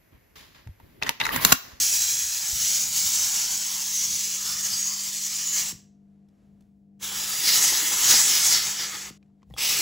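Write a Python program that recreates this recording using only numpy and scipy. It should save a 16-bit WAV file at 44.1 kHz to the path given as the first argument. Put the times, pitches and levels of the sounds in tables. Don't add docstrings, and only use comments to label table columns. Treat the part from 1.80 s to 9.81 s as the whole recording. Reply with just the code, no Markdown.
import sys
import numpy as np
from scipy import signal
from scipy.fft import rfft, irfft, next_fast_len
from scipy.io import wavfile
from scipy.ndimage import uniform_filter1d

SR = 44100
rng = np.random.default_rng(int(sys.argv[2]) if len(sys.argv) > 2 else 0)


def put_to_file(sound):
    columns = np.atleast_2d(sound).T
    safe = np.clip(columns, -1, 1)
    whole_steps = np.round(safe * 32767)
    wavfile.write(sys.argv[1], SR, whole_steps.astype(np.int16))


def to_linear_factor(level_db):
    exponent = np.asarray(level_db, float) / 20
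    return 10 ** exponent


N = 353241
FRAME = 1024

# (frequency [Hz], density [dB per Hz])
DRONE_SPECTRUM = [(24, -32), (40, -2.5), (100, -3), (200, 2), (310, -4.5), (450, -14.5), (700, -11.5),
                  (1000, -26.5), (1500, -54.5)]
HUSH_SPECTRUM = [(500, -30), (900, 1), (1700, -2.5), (2500, -6.5), (4000, -10), (8000, -12.5), (14000, -18),
                 (15000, -35)]
# (time [s], length [s], level [dB])
STIRS = [
    (4.38, 0.074, 3),
    (4.63, .11, 10),
    (4.82, 0.045, 4.5),
    (5.1, 0.12, -3),
    (7.46, 0.038, 6),
    (7.63, 0.036, 5),
]
# (frequency [Hz], decay t60 [s])
KITCHEN_DECAY = [(300, 0.43), (2000, 0.37), (6000, 0.35), (12000, 0.25)]
# (start [s], end [s])
ANSWER_GAP = (7.377, 7.7)

# (frequency [Hz], density [dB per Hz])
HOSE_SPECTRUM = [(14, -45.5), (25, -23.5), (45, -5.5), (64, 2.5), (110, -3.5), (170, -4), (260, -16.5),
                 (400, -45.5)]
# (time [s], length [s], level over the rumble [dB])
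GRIPS = [(0, 0.036, 13), (.62, 0.054, -4), (.79, 0.096, 9), (1.22, 0.22, 7.5), (1.63, .05, 7),
         (2.32, 0.056, 11.5), (2.74, .07, 9), (2.92, 0.037, 8.5), (3.55, 0.097, -2.5), (3.84, 0.043, 14.5),
         (3.95, .022, 19), (4.85, 0.13, 7), (5.26, .1, 2.5), (5.57, 0.11, -4), (5.84, 0.066, 5),
         (6.31, .06, -0.5), (6.69, 0.055, -1), (7.33, .04, 7.5), (7.715, 0.034, 18.5), (.35, .15, 4),
         (3.3, .04, 1)]

# (time [s], level of the strongest line [dB])
PUMP_LEVEL = [(0, -61.5), (.62, -74.5), (1, -58), (1.87, -58), (3.57, -54), (4.44, -56.5), (4.57, -63.5),
              (4.73, -55), (4.86, -60), (5.15, -55.5), (5.53, -56.5), (5.62, -65), (5.73, -53.5),
              (6.02, -60), (6.6, -55), (6.76, -59.5), (7.36, -56.5), (8.01, -60.5)]
# (multiple of mains, level [dB])
STROKE_LINES = [(2, -19), (3, -9), (4, 0), (5, -21), (6, -16), (8, -26), (9, -23), (10, -30), (14, -28)]

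# (time [s], crack [dB], ring [Hz], ring [dB], hollow knock [dB])
TICKS = [(4.487, -66, 5500, -71, -80), (4.808, -59, 2000, -72, -68), (4.823, -67, 3500, -72, -76),
         (7.428, -56, 2410, -61, -70), (7.46, -70.5, 7500, -80, -80), (7.5, -76, 703, -72, -71),
         (7.62, -64, 2000, -64, -68), (7.63, -52, 1053, -49, -65), (7.701, -60.5, 7170, -68, -52),
         (7.708, -63, 1910, -54, -51), (7.723, -61, 5200, -69, -68), (7.739, -51, 3360, -38, -41),
         (7.742, -66, 10700, -54, -70), (7.765, -56, 3280, -48, -38.5)]
# (start [s], end [s])
HANDLE_SPAN = (7.4, 7.69)
# (time [s], peak [dB], settled pitch [Hz], t60 [s], share the pitch starts higher)
THUMPS = [
    (0.73, -30, 51.1, 0.12, .8),
    (2.919, -42, 95.5, 0.15, 1.2),
    (3.926, -31, 110, 0.1, 2.8),
    (7.3066, -31.5, 105, 0.064, 3.7),
    (7.706, -36, 120.8, .1, 1.36),
]
# (time [s], peak [dB], ring [Hz])
BRISTLE_JAMS = [(5.208, -45, 360), (5.315, -33, 815), (5.599, -45, 850), (5.855, -34, 870),
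                (5.919, -26, 884), (6.025, -31, 310), (6.112, -29.5, 840), (6.236, -31, 860),
                (6.332, -23, 814), (6.463, -34, 837), (6.693, -44, 890), (6.877, -31.5, 852),
                (6.981, -51, 845), (7.089, -41.5, 770)]

# (valve shuts [s], scattered splash [dB], fizz tilt above 11 kHz [dB per octave])
BURST_ENDS = [
    (3.926, -0.5, 5),
    (7.306, -11, 0.5),
    (8.1, -9, 2.5),
]
# (time [s], level [dB])
FLOW = [
    [(0, -23.5), (.35, -27.5), (.61, -31.5), (.89, -24.5), (1.4, -24.5), (1.81, -29.5), (2.6, -30.5),
     (3.84, -31.5), (3.92, -37)],
    [(5.2, -65), (5.23, -41), (5.6, -30.5), (5.7, -23), (6.05, -29), (6.3, -21.5), (6.72, -23),
     (6.92, -34.5), (7.3, -49)],
    [(7.75, -77), (7.764, -70), (7.784, -37), (7.832, -29.5), (8.01, -28.5)],
]
# (body [dB], splash [dB], fizz under whistle [dB], fizz fade [dB per s], whistle [Hz])
BURST_MIX = [
    (-10.5, -24, -11, 0.87, 6300),
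    (-6, -14, -6, 2.5, 6400),
    (-1.5, -12.5, -6, 2.5, 6100),
]
# (frequency [Hz], density [dB per Hz])
BODY_SPECTRUM = [(900, -29.5), (1800, -10.5), (2600, -1.5), (4200, 2.5), (6000, 0), (8000, -12.5),
                 (11000, -33)]
SPLASH_SPECTRUM = [(80, -24), (140, -3.5), (230, -17), (320, -4), (450, -8), (620, -7), (850, -1),
                   (1300, 0), (1600, 1.5), (2100, 2), (3200, -5), (5000, -37)]
FIZZ_SPECTRUM = [(4000, -27.5), (7000, 3), (8500, 0.5), (10000, 1), (13000, -0.5), (15500, 0)]
# (time [s], depth [dB])
FLUTTER = [(0, .8), (2.2, 1.2), (2.6, 2), (3.5, 2), (3.72, 1), (5.2, .6), (8, .8)]
# (time [s], length [s], whole jet [dB], band
# [dB], band [Hz])
SPURTS = [(1, 0.036, -3, -2, 6450), (1.1, 0.036, -7, -2.3, 6330), (1.1, 0.076, 2, 1, 6450),
          (2.27, 0.095, 1.5, 2, 6500), (2.2, 0.05, 0, 6, 6000), (3.3, 0.033, -1, 4.5, 13000),
          (2.69, 0.023, 0.3, 6.5, 5480), (2.85, 0.023, 2.5, 5, 6600), (2.94, 0.021, 0, 11, 4800),
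          (3.044, 0.047, 0.5, 12.5, 6630), (3.162, 0.079, -0.7, 6, 4770), (3.7, 0.056, -0.3, 10.5, 7000),
          (3.43, 0.055, -1.2, 8.5, 6700), (3.563, 0.017, .8, 7, 7150), (3.79, 0.045, 4.5, 3.5, 6450),
          (3.89, 0.036, 2, 3.5, 7300), (5.27, 0.084, 2.7, 7, 3270), (2.72, 0.058, 0, 6, 1300),
          (3.113, 0.034, -0.4, 7, 1200), (1.9, 0.23, -0.5, 3.5, 1000), (5.3, 0.15, -0.5, -8.5, 1970),
          (6.4, 0.014, 2.5, 12, 980), (7.4, .3, 0, 2, 4500), (.3, 0.27, 0, 3, 1680),
          (1.4, .15, -0.5, 3.5, 1200), (2.78, 0.078, 0.5, 2, 1250), (.98, 0.22, 0, -2, 8500),
          (7.86, .1, 0, -3.5, 6900), (3.1, 0.55, -0.5, -4, 3800), (7.88, .12, 0, -0.5, 5400),
          (7.9, .12, 0, 1.5, 3600), (3.05, .3, 0, 2, 4700), (2.38, 0.094, 0, 8, 260),
          (5.7, .08, 0, 3, 4100), (6.33, .05, 1, 2, 4300), (6.4, .03, -1, -6, 900), (7.9, .1, 0, 3, 2600),
          (7.9, .1, 0, -2.5, 5750), (.25, .3, 0, 2, 2500), (5.3, .1, 0, -4, 620), (6.36, .03, 0, 3, 5000)]
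# (time [s], length [s], level [dB], pitch [Hz])
PIPINGS = [(0.12, 0.085, 1.5, 6720), (0.24, 0.075, 5.5, 7490), (0.37, 0.15, 1.5, 6550),
           (0.48, 0.128, 7, 6550), (0.71, 0.047, 1, 7060), (0.82, 0.066, 5, 6120), (0.94, 0.126, 1, 6800),
           (1.02, 0.035, 1.5, 5250), (1.06, 0.15, 2, 6800), (1.07, 0.15, 2.5, 6890),
           (1.18, 0.079, -2, 6030), (1.18, 0.084, 2, 6120), (1.46, 0.064, 4, 6120), (1.7, 0.053, 1.5, 5770),
           (1.71, 0.098, 2.5, 6800), (1.71, 0.113, 3.3, 6890), (1.96, 0.098, 6, 6370),
           (2.11, 0.067, 4, 7060), (2.34, 0.12, 5, 6460), (2.54, 0.035, 3, 5940), (2.55, 0.065, 6, 7150),
           (2.84, 0.15, 3, 6460), (3.22, 0.079, 8.5, 7240), (3.79, 0.067, 2.5, 6460),
           (5.43, 0.059, 2, 7240), (5.56, 0.137, 3, 5000), (5.56, 0.142, 4, 4820), (5.67, 0.052, 4, 6370),
           (5.84, 0.07, -1.5, 7060), (6.02, 0.15, 2, 6800), (6.09, 0.15, 2, 6800), (6.22, 0.039, 4.5, 3270),
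           (6.35, 0.056, 3, 5000), (6.44, 0.032, 5.5, 7840), (6.56, 0.139, 0.5, 6890),
           (6.63, 0.086, 2, 5080), (6.88, 0.049, -1, 6800), (7.79, 0.098, 7.5, 5080),
           (7.86, 0.109, 0.5, 5340), (7.98, 0.03, 5, 6630)]
# (time [s], length [s], whole jet [dB], whistle alone [dB], whistle [Hz])
SCRUBS = [(5.677, 0.047, 0, -1.5, 5100), (5.83, 0.034, 0, 4, 7000), (5.914, 0.048, 2, 0, 5700),
          (6.023, 0.027, 0.5, -2.5, 6800), (6.306, 0.016, 3, 0.5, 6130), (6.352, 0.023, 1.5, 0, 5370),
          (6.443, 0.053, -2, 1.5, 6750), (6.57, 0.04, 0.5, -2, 5330), (6.653, 0.06, -1.2, 3, 6700),
          (6.79, 0.053, -0.5, 1, 5270), (6.91, 0.044, -1, 3.5, 7000), (7.027, 0.041, 2.5, 5.5, 5050),
          (7.092, 0.027, -0.7, 4, 6700), (7.147, 0.02, 3.5, -7, 6350), (7.224, 0.056, 1.5, 7.5, 6620)]
# (time [s], length [s], splash [dB])
SWEEPS = [(.04, .05, 0.5), (1.08, 0.034, 3), (1.55, 0.15, 3), (2.17, 0.026, -6.5), (2.39, 0.077, -4.5),
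          (2.66, 0.035, 1.5), (2.87, 0.031, 3), (3.12, 0.017, 2), (3.44, 0.035, -1.5), (3.83, 0.054, 2),
          (5.81, 0.019, 3.5), (6.33, 0.012, 4), (7.03, 0.026, 1.5)]
# (time [s], delay after direct [ms], share 0-1)
BOUNCES = [
    [(0, 1.23, 0.18), (.6, 1.2, 0.3), (.75, 1.38, 0.23), (1.7, 1.3, 0.23), (2, 1.25, 0), (3.5, 0.99, 0.09),
     (5.2, 1.03, 0.13), (6.3, 1.03, 0.07), (7, 0.88, 0.08)],
    [(0, 1.57, 0.12), (.55, 1.56, 0.1), (.75, 3, .22), (1.3, 3.6, 0.1), (1.7, 1.94, 0.12), (3.2, 1.6, 0.2),
     (3.9, 1.76, 0.13), (5.2, 2.28, 0.09), (7.3, 2.4, 0.18)],
    [(0, 1, 0), (.6, 0.93, 0), (1.8, 1.16, 0.07), (2.4, 0.82, 0.06), (2.85, 0.67, 0), (3.9, 0.39, 0.1),
     (5.6, 0.6, 0.12), (7.3, 0.59, 0.09), (7.75, 0.36, 0.22)],
]

# (frequency [Hz], lead [half turns])
BASS_LEAD = [(0, 0), (500, -.05), (1000, .25), (1600, -.1), (2200, 0)]
# (frequency [Hz], width [Hz])
LEAD_JUMPS = [(8280, 560), (10100, 1000), (12150, 1200), (14300, 1150)]
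# (frequency [Hz], likeness 0-1)
LIKENESS = [(40, .975), (200, .9), (500, .5), (1700, .35), (2300, .994), (4500, .994), (5500, .987),
            (6300, .995), (7600, .998), (9000, .994), (16000, .993)]
# (frequency [Hz], left over right [dB])
LEFT_OVER_RIGHT = [(40, 0), (200, 3.5), (1300, 2.5), (2400, 0)]
# (time [s], restless lead at the cavity tone [rad], jumps slide [Hz], jumps shiver [Hz])
SWAY = [(0, .13, 130, 140), (3.9, .14, 130, 140), (5.2, .14, 40, 130), (5.8, .28, 80, 140),
        (7.3, .3, 30, 130), (7.75, 0, 90, 50), (8.01, 0, 90, 50)]


def unit(x):
    return x / np.sqrt(np.mean(x ** 2) + 1e-20)


def power_gain(db):
    return to_linear_factor(2 * db)


def along(points, hz):
    f, v = np.transpose(points)
    return np.interp(np.log(hz + 1), np.log(f + 1), v)


def curves(rows, t):
    s, *cols = np.transpose(rows)
    return [np.interp(t, s, c) for c in cols]


def bell(x, centre, width):
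    return np.exp(-.5 * ((x - centre) / width) ** 2)


def bumps(rows, t):
    s, length, *cols = np.transpose(rows)
    return np.array(cols) @ bell(t, s[:, None], np.maximum(length, .01)[:, None])


def wobble(rate):
    knots = rng.standard_normal(int(N * rate / SR) + 2)
    return np.interp(np.arange(N) * rate / SR, np.arange(len(knots)), knots)


def patches(shape, size, count):
    field = uniform_filter1d(rng.standard_normal(shape), size, axis=0)
    return unit(uniform_filter1d(field, count, axis=1))


def filtered(x, response):
    m = next_fast_len(N + 8192)
    return irfft(rfft(x, m) * response(np.fft.rfftfreq(m, 1 / SR)), m)[..., :N]


def noise(spectrum):
    return unit(filtered(rng.standard_normal((2, N)), lambda hz: to_linear_factor(along(spectrum, hz))))


def dull(x, size):
    return uniform_filter1d(uniform_filter1d(x, size), max(size - 1, 1))


def kitchen_air():
    stir_db = bumps(STIRS, np.arange(N) / SR)[0]
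    drone = to_linear_factor(-68.5 + 0.48 * stir_db) * noise(DRONE_SPECTRUM)
    hush = to_linear_factor(-87.5 + stir_db + wobble(7.4)) * noise(HUSH_SPECTRUM)
    return drone + hush


def kitchen_answer(x):
    hz, t, z = signal.stft(rng.standard_normal((2, SR // 2)), SR, nperseg=256)
    decay = to_linear_factor(-60 * t / along(KITCHEN_DECAY, hz)[:, None])
    tail = signal.istft(z * decay, SR, nperseg=256)[1]
    wet = signal.fftconvolve(x[None], tail / np.linalg.norm(tail[0]), axes=1)[:, :N]
    s = np.arange(N) / SR
    return wet * ((s < ANSWER_GAP[0]) | (s > ANSWER_GAP[1]))


def hose_rumble():
    still_db, flowing_db, tires_db_per_s = -70.5, -59, 2
    t = np.arange(N) / SR
    level_db = np.full(N, still_db)
    for rows, (shut, *_) in zip(FLOW, BURST_ENDS):
        opened = rows[0][0]
        inside = (t >= opened) & (t < shut)
        level_db[inside] = flowing_db - tires_db_per_s * (t[inside] - opened)
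    level_db = uniform_filter1d(level_db, size=3000) + bumps(GRIPS, t)[0]
    return to_linear_factor(level_db) * unit(to_linear_factor(2.7 * wobble(15)) * noise(HOSE_SPECTRUM))


def pump():
    mains_hz = 50
    t = np.arange(N) / SR
    turns = mains_hz * t + 0.0027 * wobble(4.5)
    lines = 0
    for multiple, db in STROKE_LINES:
        lines = lines + to_linear_factor(db + 1.4 * wobble(5)) * np.sin(2 * np.pi * (multiple * turns + rng.random()))
    return np.sqrt(2) * to_linear_factor(curves(PUMP_LEVEL, t)[0]) * lines


def ticks():
    out, t = np.zeros(N + SR), np.arange(SR // 5) / SR
    for s, crack_db, hz, ring_db, knock_db in TICKS:
        if s < HANDLE_SPAN[1]:
            dullness = 4 if s > HANDLE_SPAN[0] else 2
        else:
            dullness = 1
        crack = to_linear_factor(crack_db - 60 * t / 0.024) * dull(rng.standard_normal(len(t)), dullness)
        ring = to_linear_factor(ring_db - 60 * t / 0.021) * np.sin(2 * np.pi * hz * t)
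        shell_hz = rng.uniform(400, 1250, size=3)
        hollow = np.sin(2 * np.pi * np.outer(t, shell_hz)).sum(axis=1)
        hollow = hollow * (1 - np.exp(-t / 0.00061)) * to_linear_factor(knock_db - 60 * t / 0.022)
        out[round(s * SR):][:len(t)] += crack + ring + hollow
    return out[:N]


def thumps():
    settle_s = 0.0037
    out, t = np.zeros(N + SR), np.arange(SR // 5) / SR
    for s, db, hz, t60, higher in THUMPS:
        sinking = t + higher * settle_s * (1 - np.exp(-t / settle_s))
        swing = np.sin(2 * np.pi * hz * sinking) * (1 - np.exp(-t / 0.0011))
        out[round(s * SR):][:len(t)] += to_linear_factor(db - 5.5 - 60 * t / t60) * swing
    return out[:N]


def brush():
    out, t = np.zeros(N + SR), np.arange(SR // 10) / SR
    for s, db, hz in BRISTLE_JAMS:
        puff = uniform_filter1d(rng.standard_normal(len(t)), size=14)
        puff = 3 * (puff - uniform_filter1d(puff, size=200))
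        shape = (1 - np.exp(-t / 0.0038)) * to_linear_factor(db - 3 - 60 * t / 0.07)
        out[round(s * SR):][:len(t)] += shape * (puff + np.sin(2 * np.pi * hz * t))
    return out[:N]


def steam_flow(t, open_s=0.011, shut_s=0.0034):
    flow = np.zeros(N)
    for rows, (shut, *_) in zip(FLOW, BURST_ENDS):
        opening = np.clip((t - rows[0][0]) / open_s + 1, 0, 1)
        closing = np.clip((shut - t) / shut_s, 0, 1)
        flow += (opening * closing) ** 2 * to_linear_factor(curves(rows, t)[0] - 1)
    return flow * to_linear_factor(bumps(SPURTS, t)[0] + bumps(SCRUBS, t)[0])


def jet_colour(s):
    full_db, least_db = -26, -46
    body_lags, splash_lags, fizz_lags = 0.25, 0.58, 0.12
    squeeze_db_per_octave = 3.5
    burst = np.searchsorted([row[0] for row in BURST_ENDS], s - .1)
    body_db, splash_db, fizz_db, fades, free_hz = np.transpose(BURST_MIX)[:, burst]
    over = np.maximum(curves(np.vstack(FLOW), s)[0], least_db) - full_db
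    since = s - np.array([rows[0][0] for rows in FLOW])[burst]
    pull, pitch = bumps([(at, length, 1, hz) for at, length, _, _, hz in SCRUBS], s)
    whistle_hz = (free_hz * np.maximum(1 - pull, 0) + pitch) / np.maximum(pull, 1)
    whistle_db = bumps(SCRUBS, s)[1]
    body_db = body_db + squeeze_db_per_octave * np.log2(free_hz / whistle_hz) - body_lags * over
    splash_db = splash_db - splash_lags * over + bumps(SWEEPS, s)[0]
    fizz_db = fizz_db - fizz_lags * over - fades * since
    return burst, whistle_db, body_db, splash_db, fizz_db, whistle_hz


def band_power(power, hz, band):
    inside = (hz > band[0]) & (hz < band[1])
    return power / np.sum(power * inside, axis=0) * SR / 2 / (SR / FRAME)


def jet_power(hz, s, width_hz=1500):
    burst, whistle_db, body_db, splash_db, fizz_db, whistle_hz = jet_colour(s)
    whistle = 1 / (1 + ((hz * hz - whistle_hz ** 2) / (2 * hz * width_hz + 1)) ** 2) ** 2
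    fluttering = np.clip(patches(whistle.shape, size=6, count=5), -3, 1.7)
    whistle = whistle * power_gain(curves(FLUTTER, s)[0] * fluttering)
    whistle = power_gain(whistle_db) * band_power(whistle, hz, (4500, 8000))

    body = power_gain(along(BODY_SPECTRUM, hz))
    body = power_gain(body_db - 0.25) * band_power(body, hz, (2000, 4500))

    _, scatter_db, tilt_db = np.transpose(BURST_ENDS)
    fizz_shape_db = along(FIZZ_SPECTRUM, hz) + tilt_db[burst] * np.log2(np.maximum(hz / 11000, 1))
    fizz = power_gain(fizz_db) * band_power(power_gain(fizz_shape_db), hz, (10300, 11800))

    splash = power_gain(along(SPLASH_SPECTRUM, hz))
    splash = power_gain(splash_db + 2.25) * band_power(splash, hz, (400, 2000))

    scatter = power_gain(scatter_db[burst])
    jet = whistle + body + fizz
    power = np.array([jet + splash, jet * np.where(hz < 2300, scatter, 1) + splash * scatter])
    for at, length, _, db, pipe_hz in SPURTS:
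        power = power * power_gain(db * bell(s, at, length) * bell(hz, pipe_hz, 200))
    for at, length, db, pipe_hz in PIPINGS:
        power = power * power_gain(0.48 * db * bell(s, at, length) * bell(hz, pipe_hz, 200))
    return power


def surface_comb(hz, s):
    paths = [curves(rows, s) for rows in BOUNCES]
    comb = abs(1 + sum(g * np.exp(-2j * np.pi * hz * ms / 1000) for ms, g in paths))
    return comb / np.sqrt(1 + sum(g ** 2 for _, g in paths))


def steam(patchy_db=1.53, sputter_db=1.08, drops_db=0.56):
    tearing = to_linear_factor(sputter_db * wobble(45) + drops_db * wobble(700) + 0.23 * wobble(5))
    turbulence = rng.standard_normal((2, N)) * unit(tearing)
    hz, s, z = signal.stft(turbulence, SR, nperseg=FRAME)
    hz = hz[:, None]
    gain = np.sqrt(jet_power(hz, s)) * surface_comb(hz, s)
    gain = gain * to_linear_factor(patchy_db * patches(z.shape[1:], size=7, count=8))
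    hiss = signal.istft(z * gain, SR, nperseg=FRAME)[1][:, :N]
    return hiss * steam_flow(np.arange(N) / SR)


def treble_lead(hz):
    creep, creep_from_hz, half_turn_hz = .14, 7000, 2070
    jumps = sum(np.clip((hz - at) / width + .5, 0, 1) for at, width in LEAD_JUMPS)
    return (1 - creep) * jumps + creep * np.maximum(hz - creep_from_hz, 0) / half_turn_hz


def ports(hz, blur=0.63):
    lead = np.interp(hz, *np.transpose(BASS_LEAD)) + treble_lead(hz)
    alike = along(LIKENESS, hz) - blur * np.sin(np.pi * lead) ** 4
    turn = np.arccos(np.clip(alike, -1, 1)) / 2
    half = to_linear_factor(along(LEFT_OVER_RIGHT, hz) / 2) * np.exp(-.5j * np.pi * lead)
    left = [half * np.cos(turn), half * np.sin(turn)]
    right = [np.cos(turn) / half, -np.sin(turn) / half]
    return np.array([left, right])


def sway(pair):
    cavity_hz, cavity_width_hz = 5500, 600
    hz, s, z = signal.stft(pair, SR, nperseg=FRAME)
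    hz = hz[:, None]
    restless, slide, shiver = curves(SWAY, s)
    field = patches(z.shape[1:], size=20, count=5)
    moved_hz = hz - slide - shiver * patches(z.shape[1:], size=40, count=4)
    moved = treble_lead(moved_hz) - treble_lead(hz)
    lead = restless * field * bell(hz, cavity_hz, cavity_width_hz) + np.pi * moved
    return signal.istft(z * np.exp(-.5j * np.array([lead, -lead])), SR, nperseg=FRAME)[1][:, :N]


def scene():
    background = kitchen_air() + hose_rumble()
    hits = ticks() + thumps() + brush()
    jet = steam()
    sound = background + jet + to_linear_factor(-11) * kitchen_answer(jet[0] + hits)
    sound[0] += hits + pump()
    return sway(filtered(sound, ports).sum(axis=1))


def band_limit(x):
    return signal.sosfilt(signal.butter(12, 17080, fs=SR, output="sos"), x)


def record(dry):
    def response(hz):
        treble_limit = np.clip((15870 - hz) / 120, 0, 1) ** 2
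        return treble_limit / np.sqrt(1 + (30 / (hz + 1)) ** 4)
    return band_limit(filtered(dry, response))


dry = scene()
out = record(dry)
put_to_file(out)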